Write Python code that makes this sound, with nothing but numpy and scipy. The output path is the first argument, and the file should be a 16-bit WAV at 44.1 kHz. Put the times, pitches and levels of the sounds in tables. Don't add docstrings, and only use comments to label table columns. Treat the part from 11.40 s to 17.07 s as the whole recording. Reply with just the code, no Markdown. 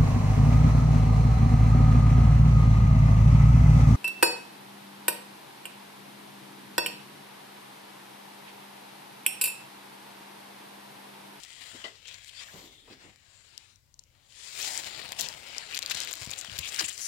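import sys
import numpy as np
from scipy import signal
from scipy.fft import rfft, irfft, next_fast_len
from scipy.io import wavfile

SR = 44100
rng = np.random.default_rng(int(sys.argv[2]) if len(sys.argv) > 2 else 0)


def materialize(psi):
    bounded = np.clip(np.atleast_2d(psi).T, -1, 1)
    quanta = np.round(bounded * 32767).astype(np.int16)
    wavfile.write(sys.argv[1], SR, quanta)


N = 250078
TIME = np.arange(N) / SR
PADDED = next_fast_len(N, real=True)
HZ = np.maximum(np.arange(PADDED // 2 + 1) * SR / PADDED, 1)
CUTOFF_HZ = 15800
USUAL_PAN_DB = 15.5


def from_db(db):
    return 10 ** (np.asarray(db) / 20)


def rms_one(x):
    return x / np.sqrt(np.mean(x ** 2) + 1e-20)


def unit_energy(x):
    energy = np.sum(x ** 2, axis=-1, keepdims=True)
    return x / np.sqrt(energy / (SR / 1000) + 1e-20)


def leaning(pan_db):
    return 1 / np.sqrt(1 + from_db([[-pan_db], [pan_db]]) ** 2)


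def at_hz(points, hz, axis=1):
    table = np.array(points)
    return np.interp(np.log(hz), np.log(table[:, 0]), table[:, axis])


def drift(rate):
    knots = rng.standard_normal(4096)
    return np.interp(TIME * rate, np.arange(len(knots)), knots)


def resonate(x, hz, octaves):
    edges = np.clip([hz / 2 ** octaves, hz * 2 ** octaves], [15, 30], [.4 * SR, .47 * SR])
    return signal.sosfilt(signal.butter(2, edges, "band", fs=SR, output="sos"), x)


def add(track, s, sound):
    start = int(np.clip(round(s * SR), 0, N - 1))
    track[..., start:start + sound.shape[-1]] += sound[..., :N - start]


def pair(spectra, lag_s):
    # f/Hz, likeness/0-1
    likeness = [(60, .55), (130, .7), (300, .85), (600, .65), (1100, .33), (3000, .22), (15000, .2)]
    alike = np.clip(at_hz(likeness, HZ), 0, 1)
    late = spectra[0] * np.exp(-2j * np.pi * HZ * lag_s)
    return np.array([spectra[0], alike * late + np.sqrt(1 - alike ** 2) * spectra[1]])


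def ports(x, lag_s):
    # f/Hz, left level/dB, right level/dB
    port_colours = [(100, 0, -7), (350, 0, -4.5), (900, 0, -10), (2000, 0, -14.5), (4000, 0, -14),
                    (5200, -.5, -12.5), (6500, -1, -14.5), (7300, 3.5, -16), (7800, -1, -15.5),
                    (8350, -9, -22), (9500, -7, -23), (11200, -13, -12.5), (12300, -10, -7),
                    (13500, -10, -9), (15000, -10, -8)]
    gains = from_db([at_hz(port_colours, HZ, axis=1), at_hz(port_colours, HZ, axis=2)])
    return irfft(pair(rfft(x, PADDED), lag_s) * gains, PADDED)[:, :N]


def room_tone():
    # f/Hz, level per Hz/dB
    air_colour = [(15, -52), (30, 2.5), (50, 1), (90, 2), (130, 0.5), (170, -12), (300, -17), (600, -32),
                  (1500, -47), (5000, -21), (15000, -26.5)]
    air_db, hum_hz, hum_db = -65, 102, -76
    noise = rfft(rng.standard_normal((2, PADDED)))
    air = irfft(noise * from_db(at_hz(air_colour, HZ)), PADDED)[:, :N]
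    hum = np.sqrt(2) * np.sin(2 * np.pi * hum_hz * TIME + .5 * drift(4.0))
    hum = hum * from_db(hum_db + 2 * drift(7.1))
    return ports(from_db(air_db) * rms_one(air) + hum * [[1], [0]], lag_s=0.00012)


def reflections(x, t60, wet_db):
    t = TIME[:16384]
    tail = rng.standard_normal((2, len(t))) * from_db(-60 * t / t60) * (t > .004)
    tail = signal.sosfilt(signal.butter(1, 5000, fs=SR, output="sos"), tail)
    tail = rms_one(tail) / np.sqrt(len(t))
    return from_db(wet_db) * signal.fftconvolve(x[:1], tail, axes=1)[:, :N]


def thud(hz, octaves, t60, rise_s, push):
    t, push = TIME[:16384], np.clip(push, 0, 1)
    swell = (1 - np.exp(-t / rise_s)) * from_db(-60 * t / t60)
    force = np.sqrt(1 - push) * rng.standard_normal((2, len(t))) * swell / np.linalg.norm(swell)
    add(force[0], rise_s / 2, np.sqrt([push]))
    return rms_one(resonate(force, hz, octaves)) * np.sqrt(np.mean(swell ** 2))


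def bumping_pages():
    # t/s, level ahead of the ports/dB, centre f/Hz, spread to either side/octaves,
    # time for the rub to fade by 60 dB/s
    bumps = [(0.331, -42.5, 238, 0.93, 0.17), (0.443, -43, 450, 1, 0.17), (1.131, -47.5, 203, 2.26, 0.47),
             (1.137, -44, 140, 1.2, 0.16), (1.19, -52.5, 920, 0.41, 0.28), (1.217, -53.5, 323, 0.46, 0.5),
             (1.409, -64, 328, 0.51, 1), (1.474, -46.5, 642, 0.76, 0.16), (1.499, -46, 200, 1, 0.21),
             (1.638, -48, 150, 1.73, 0.24), (1.77, -67, 60, 0.71, 0.66), (3.554, -48.5, 132.5, 0.4, 0.25),
             (3.82, -46, 153, 0.39, 0.22), (4.546, -37, 140, 0.89, 0.054), (4.808, -30.5, 104, 0.47, 0.048),
             (4.868, -28, 103.5, 1.13, 0.053), (4.888, -36, 74.6, 0.64, 0.068),
             (5.079, -36.5, 135.2, 0.5, 0.075), (5.114, -32.5, 79.4, 0.57, 0.071),
             (5.143, -35, 74.6, 0.49, 0.056), (5.183, -30, 82, 0.61, 0.097), (5.4, -35.5, 308, 0.11, 0.11),
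             (5.402, -41, 750, 1, 0.21), (5.433, -37, 75, 1.5, 0.077)]
    push_s = 0.098
    out = np.zeros((2, N))
    for s, db, hz, spread, t60 in bumps:
        push = np.exp(-(t60 / push_s) ** 2)
        add(out, s, from_db(db) * thud(hz, spread, t60, rise_s=0.0107, push=push))
    return out


def knocking_cover():
    # t/s, level to which each mode's own level is added/dB
    knocks = [(.439, -36.5), (.453, -47.5), (5.408, -48)]
    # f/Hz, width to either side/octaves, level/dB, time to fade by 60 dB/s
    modes = [(424, 0.22, -9.5, 0.27), (640, 0.086, -4, 0.17), (1200, 0.29, -3, 0.16),
             (2010, 0.053, 4.5, 0.15), (2886, 0.09, 17, 0.039), (3900, 0.36, 3, 0.11)]
    out = np.zeros((2, N))
    for s, db in knocks:
        for hz, width, mode_db, t60 in modes:
            add(out, s, from_db(db + mode_db) * thud(hz, width, t60, rise_s=0.00668, push=0.084))
    return out


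def micro_slips(per_s, size_db):
    born = rng.random(N) < per_s * from_db(5 * drift(70)) / SR
    sizes = from_db(size_db * np.minimum(rng.exponential(1, N), 3.5))
    clicks = born * sizes * rng.choice([-1, 1], (1, N))
    shiver = rng.standard_normal((2, 64)) * np.exp(-np.arange(64) / 14)
    flat = irfft(np.exp(1j * np.angle(rfft(shiver))))
    return rms_one(signal.fftconvolve(clicks, flat, axes=1)[:, :N])


def grainy_noise(grain, per_s):
    hiss = rng.standard_normal((2, N))
    return np.sqrt(1 - grain) * hiss + np.sqrt(grain) * micro_slips(per_s, size_db=2.0)


def scuffing(grit=0.14, flutter_db=-1.3, taper=0.53, count=5):
    # t/s, length/s, level before flutter and fades/dB,
    # centre f/Hz, spread to either side/octaves, glide/octaves
    scuffs = [(0.0, 0.64, -52.5, 3130, 0.11, -0.04), (0.0, 0.36, -59, 1990, 0.05, -0.017),
              (0.632, 0.12, -48, 3120, 0.26, -0.056), (0.668, 0.029, -44.5, 5770, 0.49, 0.076),
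              (0.886, 0.019, -44, 3200, 0.18, -0.069), (0.934, 0.088, -46.5, 4600, 0.053, 0.16),
              (0.961, 0.07, -45, 3430, 0.1, 0.034), (0.999, 0.046, -46, 2320, 1.34, 0),
              (1.073, 0.043, -50, 1710, 0.21, -0.092), (1.022, .3, -57.5, 11800, 0.3, 0.04),
              (1.221, .25, -56.5, 3520, 0.12, -0.026), (1.492, 0.053, -59, 2540, 0.034, -0.019),
              (1.857, .3, -61, 7700, .17, 0.071), (2.874, 0.18, -66, 6650, 0.27, 0.4),
              (2.881, 0.17, -53.5, 3400, 0.59, -0.0052), (3.192, 0.26, -49.5, 756, 0.27, 0.25),
              (3.197, 0.11, -33, 4360, 0.69, 0.29), (3.281, 0.114, -36, 6040, 0.71, 0.22),
              (3.429, 0.33, -43, 3900, 0.26, 0.084), (4.145, 0.19, -49.5, 4170, 0.16, -0.034),
              (4.221, 0.024, -43.5, 1740, 0.18, 0.1), (3.786, 0.018, -26, 5160, 0.88, 0.000094),
              (3.777, 0.072, -35, 13260, 0.28, 0), (3.813, 0.064, -34, 4150, 0.57, -0.24),
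              (4.311, 0.063, -39, 2570, 0.16, -0.079), (4.507, 0.023, -33.5, 2860, 0.41, -0.34),
              (4.496, 0.02, -32.5, 4570, 1.07, 0), (4.545, 0.0082, -27.5, 4470, 1.1, 0),
              (4.608, 0.027, -34, 5500, 0.81, 0), (4.971, 0.04, -32.5, 7900, 0.35, 0),
              (5.01, 0.09, -45, 3450, 0.089, -0.51), (5.213, 0.076, -35.5, 3050, 0.31, 0.13),
              (5.272, 0.032, -34, 6860, 0.62, -0.09), (5.378, 0.042, -33.5, 1685, 0.36, -0.027),
              (5.385, 0.034, -26.5, 4760, 0.33, -0.1), (5.437, 0.034, -28.5, 8050, 0.24, 0),
              (5.439, 0.022, -32.5, 2800, 0.63, 0), (5.476, 0.027, -28.5, 8120, 0.28, -0.026),
              (5.519, 0.036, -38, 7950, 0.3, -0.13), (5.596, 0.092, -34, 6050, 0.14, -0.076),
              (5.6, 0.083, -30.5, 10140, 0.14, -0.04)]
    out, longest = np.zeros((2, N)), 20000
    drive = grainy_noise(grit, per_s=1200)
    starts = rng.integers(0, N - longest, len(scuffs))
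    stages = np.linspace(-.5, .5, count)
    for (s, length, db, hz, spread, glide), start in zip(scuffs, starts):
        size = int(np.clip(length * SR, 64, longest))
        piece = drive[:, start:start + size]
        progress = np.linspace(-.5, .5, size)
        skid = np.zeros((2, size))
        for at in stages:
            share = np.interp(progress, stages, stages == at)
            skid += resonate(piece, hz * 2 ** (glide * at), spread) * share
        add(out, s, rms_one(skid) * signal.windows.tukey(size, taper) * from_db(db))
    return out * from_db(flutter_db * drift(110))


def rubbing():
    # full speed at t/s, swell/s, hold/s, fade/s (20 dB per swell or fade time), level before judder/dB,
    # treble setting/dB, page body setting/dB, crinkle share/0-1, extra level at the right port/dB
    rubs = [(0.0, 0.1, 0.024, 0.25, -45.5, 3, -12.5, 0.45, -2),
            (0.202, 0.35, 0.093, 0.4, -45, 5.5, -9.5, 0.34, -1.5),
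            (0.38, 0.25, 0.07, 0.18, -43, -3, -12, 0.1, 4.5),
            (0.682, 0.21, 0.072, 0.32, -45, -4, -13.5, 0.5, -1),
            (0.885, 0.17, 0.012, 0.0086, -46, 6, -24, 0.7, -5),
            (0.975, 0.16, 0.062, 0.037, -41, -2, -16.5, 0.27, 0.5),
            (1.058, 0.17, 0.14, 0.38, -48.5, 3.5, -8.5, 0.2, 6),
            (1.507, 0.1, 0.034, 0.065, -49, -4.5, -10, 0.28, 6.5),
            (1.633, 0.08, 0.017, 0.13, -47, -3, -6, 0, 6),
            (1.894, 0.42, 0.36, 0.22, -54, -0.5, -10.5, 0.07, -5.5),
            (2.795, 0.24, 0.037, 0.44, -67.5, -15, -6, 0, 3),
            (3, 0.099, 0.27, 0.081, -46, 6.5, -15.5, 0, -2),
            (3.211, 0.24, 0.15, 0.3, -36.5, 8, -10.5, 0.55, 1.5),
            (3.418, 0.5, 0.25, 0.81, -42, 0.5, -1.5, 0.6, -1.5),
            (3.793, 0.046, 0.042, 0.15, -38.5, 6.5, -4.5, 0.4, -2),
            (3.853, 0.06, 0.011, 0.51, -39.5, -0.5, -6.5, 0.5, 1.5),
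            (4.077, 0.081, 0.14, 0.41, -40, -1, -9, 0.27, 1.5),
            (4.326, 0.064, 0.054, 0.045, -40.5, -2, -7.5, 0.73, 4.5),
            (4.432, 0.083, 0.054, 0.044, -40.5, -10.5, -6.5, 0.96, 5.5),
            (4.513, 0.086, 0.062, 0.33, -32.5, -1.5, -11.5, 0.5, 2),
            (4.682, 0.036, 0.28, 0.42, -39.5, 2, -7.5, 0.74, -2),
            (5.022, 0.09, 0.19, 0.33, -39.5, -0.5, -7.5, 0.7, -4),
            (5.176, 0.062, 0.1, 0.41, -38.5, 2.5, -10.5, 0.57, 1),
            (5.397, 0.15, 0.018, 0.078, -31, 1.5, -15.5, 0.67, 3.5),
            (5.486, 0.091, 0.011, 0.095, -35.5, 3, -14, 0.78, -3),
            (5.584, 0.15, 0.079, .1, -43, 12, -10.5, 0.52, -1)]
    rest_db = -76
    power, colour = from_db(rest_db) ** 2, 0
    for s, swell, hold, fade, db, *tone in rubs:
        away = np.maximum((s - TIME) / swell, 0) + np.maximum((TIME - s - hold) / fade, 0)
        rub = from_db(db - 20 * np.minimum(away, 10)) ** 2
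        power, colour = power + rub, colour + np.outer(tone, rub)
    treble, body, crinkle, right_db = colour / power
    return 10 * np.log10(power), treble, body, np.clip(crinkle, 0, 1), right_db


def sliding(level, treble, body, crinkle, flex_db=2.5, flex_rate=9, judder_db=1.5, count=30):
    # f/Hz, level per Hz/dB
    film_colour = [(25, -22), (70, -7.5), (200, -10.5), (400, -10), (850, -4.5), (1400, -3.5), (2000, 3.5),
                   (3000, 3.5), (4500, 2), (6300, -2), (9000, 1.5), (12000, -7), (15500, -6.5)]
    sparkle_db, usual_crinkle = 15, 0.72
    drive = grainy_noise(crinkle, per_s=550)
    drive = rfft(drive, PADDED) * rms_one(from_db(at_hz(film_colour, HZ)) * (HZ < CUTOFF_HZ))
    centres, out = np.geomspace(200, 15000, count), np.zeros((2, N))
    for k, hz in enumerate(centres):
        share = np.interp(np.log(HZ), np.log(centres), np.arange(count) == k)
        band = irfft(drive * share, PADDED)[:, :N]
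        high = np.clip(np.log2(hz / 3600), 0, 1)
        low = np.clip(np.log2(1900 / hz), 0, 1)
        sparkle = sparkle_db * (crinkle - usual_crinkle) * (hz > 10000)
        tilt = high * (treble - 0.5) + low * (body + 13.5)
        out += band * from_db(sparkle + tilt + flex_db * drift(flex_rate))
    return out * from_db(level + judder_db * drift(60))


def swaying_echo(x, delay_s=0.001625, sway=0.248, sway_rate=5.0, echo_db=-15.0):
    late = TIME - delay_s * np.exp(sway * drift(sway_rate))
    echo = np.array([np.interp(late, TIME, side) for side in x])
    return (x + from_db(echo_db) * echo) / np.sqrt(1 + from_db(echo_db) ** 2)


def small_creases(level, crinkle, count=900):
    per_s = 150
    size_db, scatter_db, limit_db = -9.5, 4, -32.5
    centre_hz, tick_db = 4500, -21.5
    place, chance = rng.random((count, 2)).T
    size, pitch, tick = rng.standard_normal((count, 3)).T
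    at = (place * N).astype(int)
    db = np.minimum(level[at] + size_db + scatter_db * size, limit_db + size)
    hz = centre_hz * 2 ** (.5 * pitch)
    rows = np.transpose([at / SR, db, hz, np.full(count, USUAL_PAN_DB), tick_db + 4 * tick])
    return rows[chance < per_s * crinkle[at] ** 2 * N / SR / count]


def snapping(creases):
    onset_db, onset_t60 = -19.0, 0.0042
    chatter_db, chatter_t60 = -15.5, 0.0086
    ring_db, ring_t60 = -19, 0.03
    rebound_s, jolt_db, tone_db = 0.0005, -18, -9.5
    port_hz, port_db, tick_hz, tick_pan_db = 7300, -5.5, 12700, -4
    octaves, narrowing_per_db = 0.75, 0.13
    lead, delay_s = 64, .00035
    out, t = np.zeros((2, N)), (np.arange(1024) - lead) / SR
    after = from_db(-60 * t / chatter_t60) + from_db(ring_db - 60 * t / ring_t60)
    fade = (t >= 0) * from_db(chatter_db) * after
    fade = fade + (t < 0) * from_db(onset_db - 60 * abs(t) / onset_t60)
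    top = signal.butter(2, 8300, fs=SR, output="sos")
    for s, db, hz, pan, tick_db in creases:
        flip, back = rng.choice([-1, 1], 2)
        crack = rng.standard_normal((2, len(t))) * fade + flip * (t == 0)
        add(crack, lead / SR + rebound_s * (.5 + rng.random()), back * np.ones(1))
        breadth = np.exp(narrowing_per_db * (USUAL_PAN_DB - pan))
        left = resonate(crack[0], hz, octaves * breadth)
        jolt = resonate(crack[0], hz / 2.36, 2.0)
        left = left + breadth ** 2 * from_db(jolt_db) * jolt
        film_ring = from_db(tone_db) * resonate(left, hz, 0.18)
        port_ring = from_db(port_db) * resonate(left, port_hz, 0.11)
        left = left + film_ring + port_ring
        right = resonate(crack[1], hz * 2.3, 2.0 * octaves * breadth)
        body = unit_energy(signal.sosfilt(top, [left, right])) * leaning(pan)
        tick = unit_energy(resonate(crack, tick_hz, 0.22)) * leaning(tick_pan_db)
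        add(out, s - lead / SR - delay_s, from_db(db) * (body + from_db(tick_db) * tick))
    return out


def scene():
    # t/s, level over 1 ms without the tick/dB, centre f/Hz, left over right/dB,
    # treble tick against the snap/dB
    snaps = [(0.035, -32.5, 5570, 13.5, -28), (0.0393, -33.5, 4300, 17, -18), (0.0498, -37, 5060, 8, -14),
             (0.0708, -45, 3600, 12, -25), (0.1303, -40, 4200, 11, -25), (0.136, -40, 4330.0, 12, -29),
             (0.6822, -37, 3500, 14.5, -25), (0.6872, -33.5, 4800, 13.5, -26), (0.7436, -32, 5400, 18, -32),
             (0.846, -41, 4100, 12, -14), (1.76, -46, 5120, 10, -17.5), (2.1786, -27.5, 4870, 16, -19),
             (2.3593, -46.5, 5000, 18, -24), (2.542, -41.5, 6060, 21, -43), (2.593, -32.5, 6000, 20, -37),
             (2.638, -46, 5530, 19.5, -20), (3.1766, -30, 6000, 16, -16), (3.2013, -26, 4270, 9, -20),
             (3.211, -25, 4800, 14, -22), (3.2173, -24.5, 5350, 22, -8), (3.2275, -22, 6000, 28, -16),
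             (3.2472, -22.5, 4030.0, 10, -12), (3.251, -27, 4000, 15, -18), (3.2675, -29, 6660, 16, -17),
             (3.2812, -32, 4150.0, 14, -7), (3.3767, -17, 7100, 22.5, -26), (3.398, -30, 4150, 16, -28),
             (3.431, -33, 3800, 10.5, -18), (3.4372, -31.5, 3020, 13, -22), (3.445, -29.5, 3260, 15, -22),
             (3.691, -33.5, 4500, 12, -14), (3.721, -22, 3230, 9.5, -11), (3.7282, -26, 2800, 20, -16),
             (3.7901, -29, 4810.0, 21, -23), (3.7979, -22, 5700, 24, -16), (3.8062, -24, 5470, 16, -15),
             (3.8102, -15.5, 5640, 16.5, -9), (3.816, -20.5, 5430.0, 17, -10.5),
             (3.8874, -21.5, 5270, 18, -17), (3.928, -31.5, 3040, 15, -24), (3.9392, -32, 2710, 18, -22),
             (4.0864, -42, 4100, 17, -5), (4.148, -29, 2580, 16, -33), (4.1824, -18.5, 5300, 17.5, -26),
             (4.312, -29.5, 3000, 15.5, -46), (4.3182, -33, 4200, 11, -24), (4.326, -28, 3040, 16.5, -28),
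             (4.346, -24, 4500, 18, -20), (4.3477, -22.5, 4300.0, 20, -12), (4.352, -24.5, 4000, 15, -9),
             (4.3616, -26, 3900, 10, -16), (4.3693, -23.5, 3010.0, 14.5, -24),
             (4.3748, -18.5, 4270, 13, -21), (4.3779, -25, 2870, 17, -24), (4.3907, -19.5, 6640, 11.5, -10),
             (4.422, -26.5, 4360, 14, -19), (4.4278, -19.5, 3970, 15, -28), (4.433, -30.0, 4230.0, 15, -13),
             (4.462, -19, 4500, 17, -16.5), (4.4765, -35, 4600, 11, -9), (4.4883, -36, 3260, 23, -34),
             (4.499, -22, 4900, 14, -25), (4.5112, -17.5, 3130, 15, -17), (4.5159, -18.5, 3800, 15.5, -11),
             (4.52, -21, 3430, 13, -19), (4.5477, -25.5, 4970, 16, -21), (4.5513, -26, 5840, 16, -27),
             (4.574, -32, 2620, 22, -24), (4.6036, -18.5, 6440, 14.5, -16), (4.6176, -28, 5230, 13.5, -29),
             (4.6352, -24, 4650.0, 14, -25), (4.6486, -28, 4120, 13, -8), (4.6742, -25, 2780, 13.5, -16),
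             (4.712, -26, 4600, 10, -8), (4.73, -20.5, 6460, 21.5, -25), (4.738, -26, 5000.0, 10.5, -5),
             (4.755, -31, 4420.0, 17, -6), (4.801, -43, 4330, 5, -17), (4.8083, -34, 5350, 14, -15),
             (4.815, -31, 5160.0, 10.5, -15), (4.8211, -27.5, 3390.0, 8.5, -19),
             (4.8478, -30.5, 6500, 15.5, -12), (4.8534, -32.5, 5360, 15, -17),
             (4.864, -30.5, 5730.0, 11, -16), (4.9064, -27, 6100, 17, -12), (4.9138, -22, 6800, 17.5, -22),
             (4.9362, -22, 2930, 20, -22), (4.9891, -26, 7150, 20, -25), (5.0124, -25, 5800, 18, -15),
             (5.048, -27.5, 4570, 8.5, -15), (5.097, -28.5, 3030, 27, -33), (5.118, -31, 2800, 15, -25),
             (5.165, -34, 2930, 15, -22), (5.181, -30, 4990.0, 19, -8), (5.1887, -19.5, 3850, 15, -13),
             (5.1918, -21, 5200, 13.5, -6), (5.329, -28.5, 3300, 17, -17), (5.3453, -23, 3950, 13, -15),
             (5.362, -24, 4440, 18, -23), (5.395, -14.5, 4580, 17, -31), (5.3964, -29, 4660, 13.5, -29),
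             (5.401, -23, 5300, 21, -27), (5.4113, -23, 3230.0, 4, -22), (5.4124, -23, 3540.0, 10, -24),
             (5.4965, -32, 6540.0, 14, -19), (5.5034, -28, 3100, 26, -32), (5.579, -28, 5530, 17, -22)]
    level, treble, body, crinkle, right_db = rubbing()
    room = room_tone()
    bumps = ports(bumping_pages() + knocking_cover(), lag_s=0.0001)
    rustle = swaying_echo(sliding(level, treble, body, crinkle))
    film = ports(rustle + scuffing(), lag_s=0.00036)
    album = (film + bumps) * from_db(right_db * [[0], [1]])
    album = album + snapping([*snaps, *small_creases(level, crinkle)])
    return album + reflections(album, t60=0.4, wet_db=-24.5) + room


def record(dry):
    hiss = from_db(-75.0) * rng.standard_normal((2, N))
    return signal.sosfilt(signal.ellip(10, .1, 80, CUTOFF_HZ, fs=SR, output="sos"), dry + hiss)


dry = scene()
out = record(dry)
materialize(out)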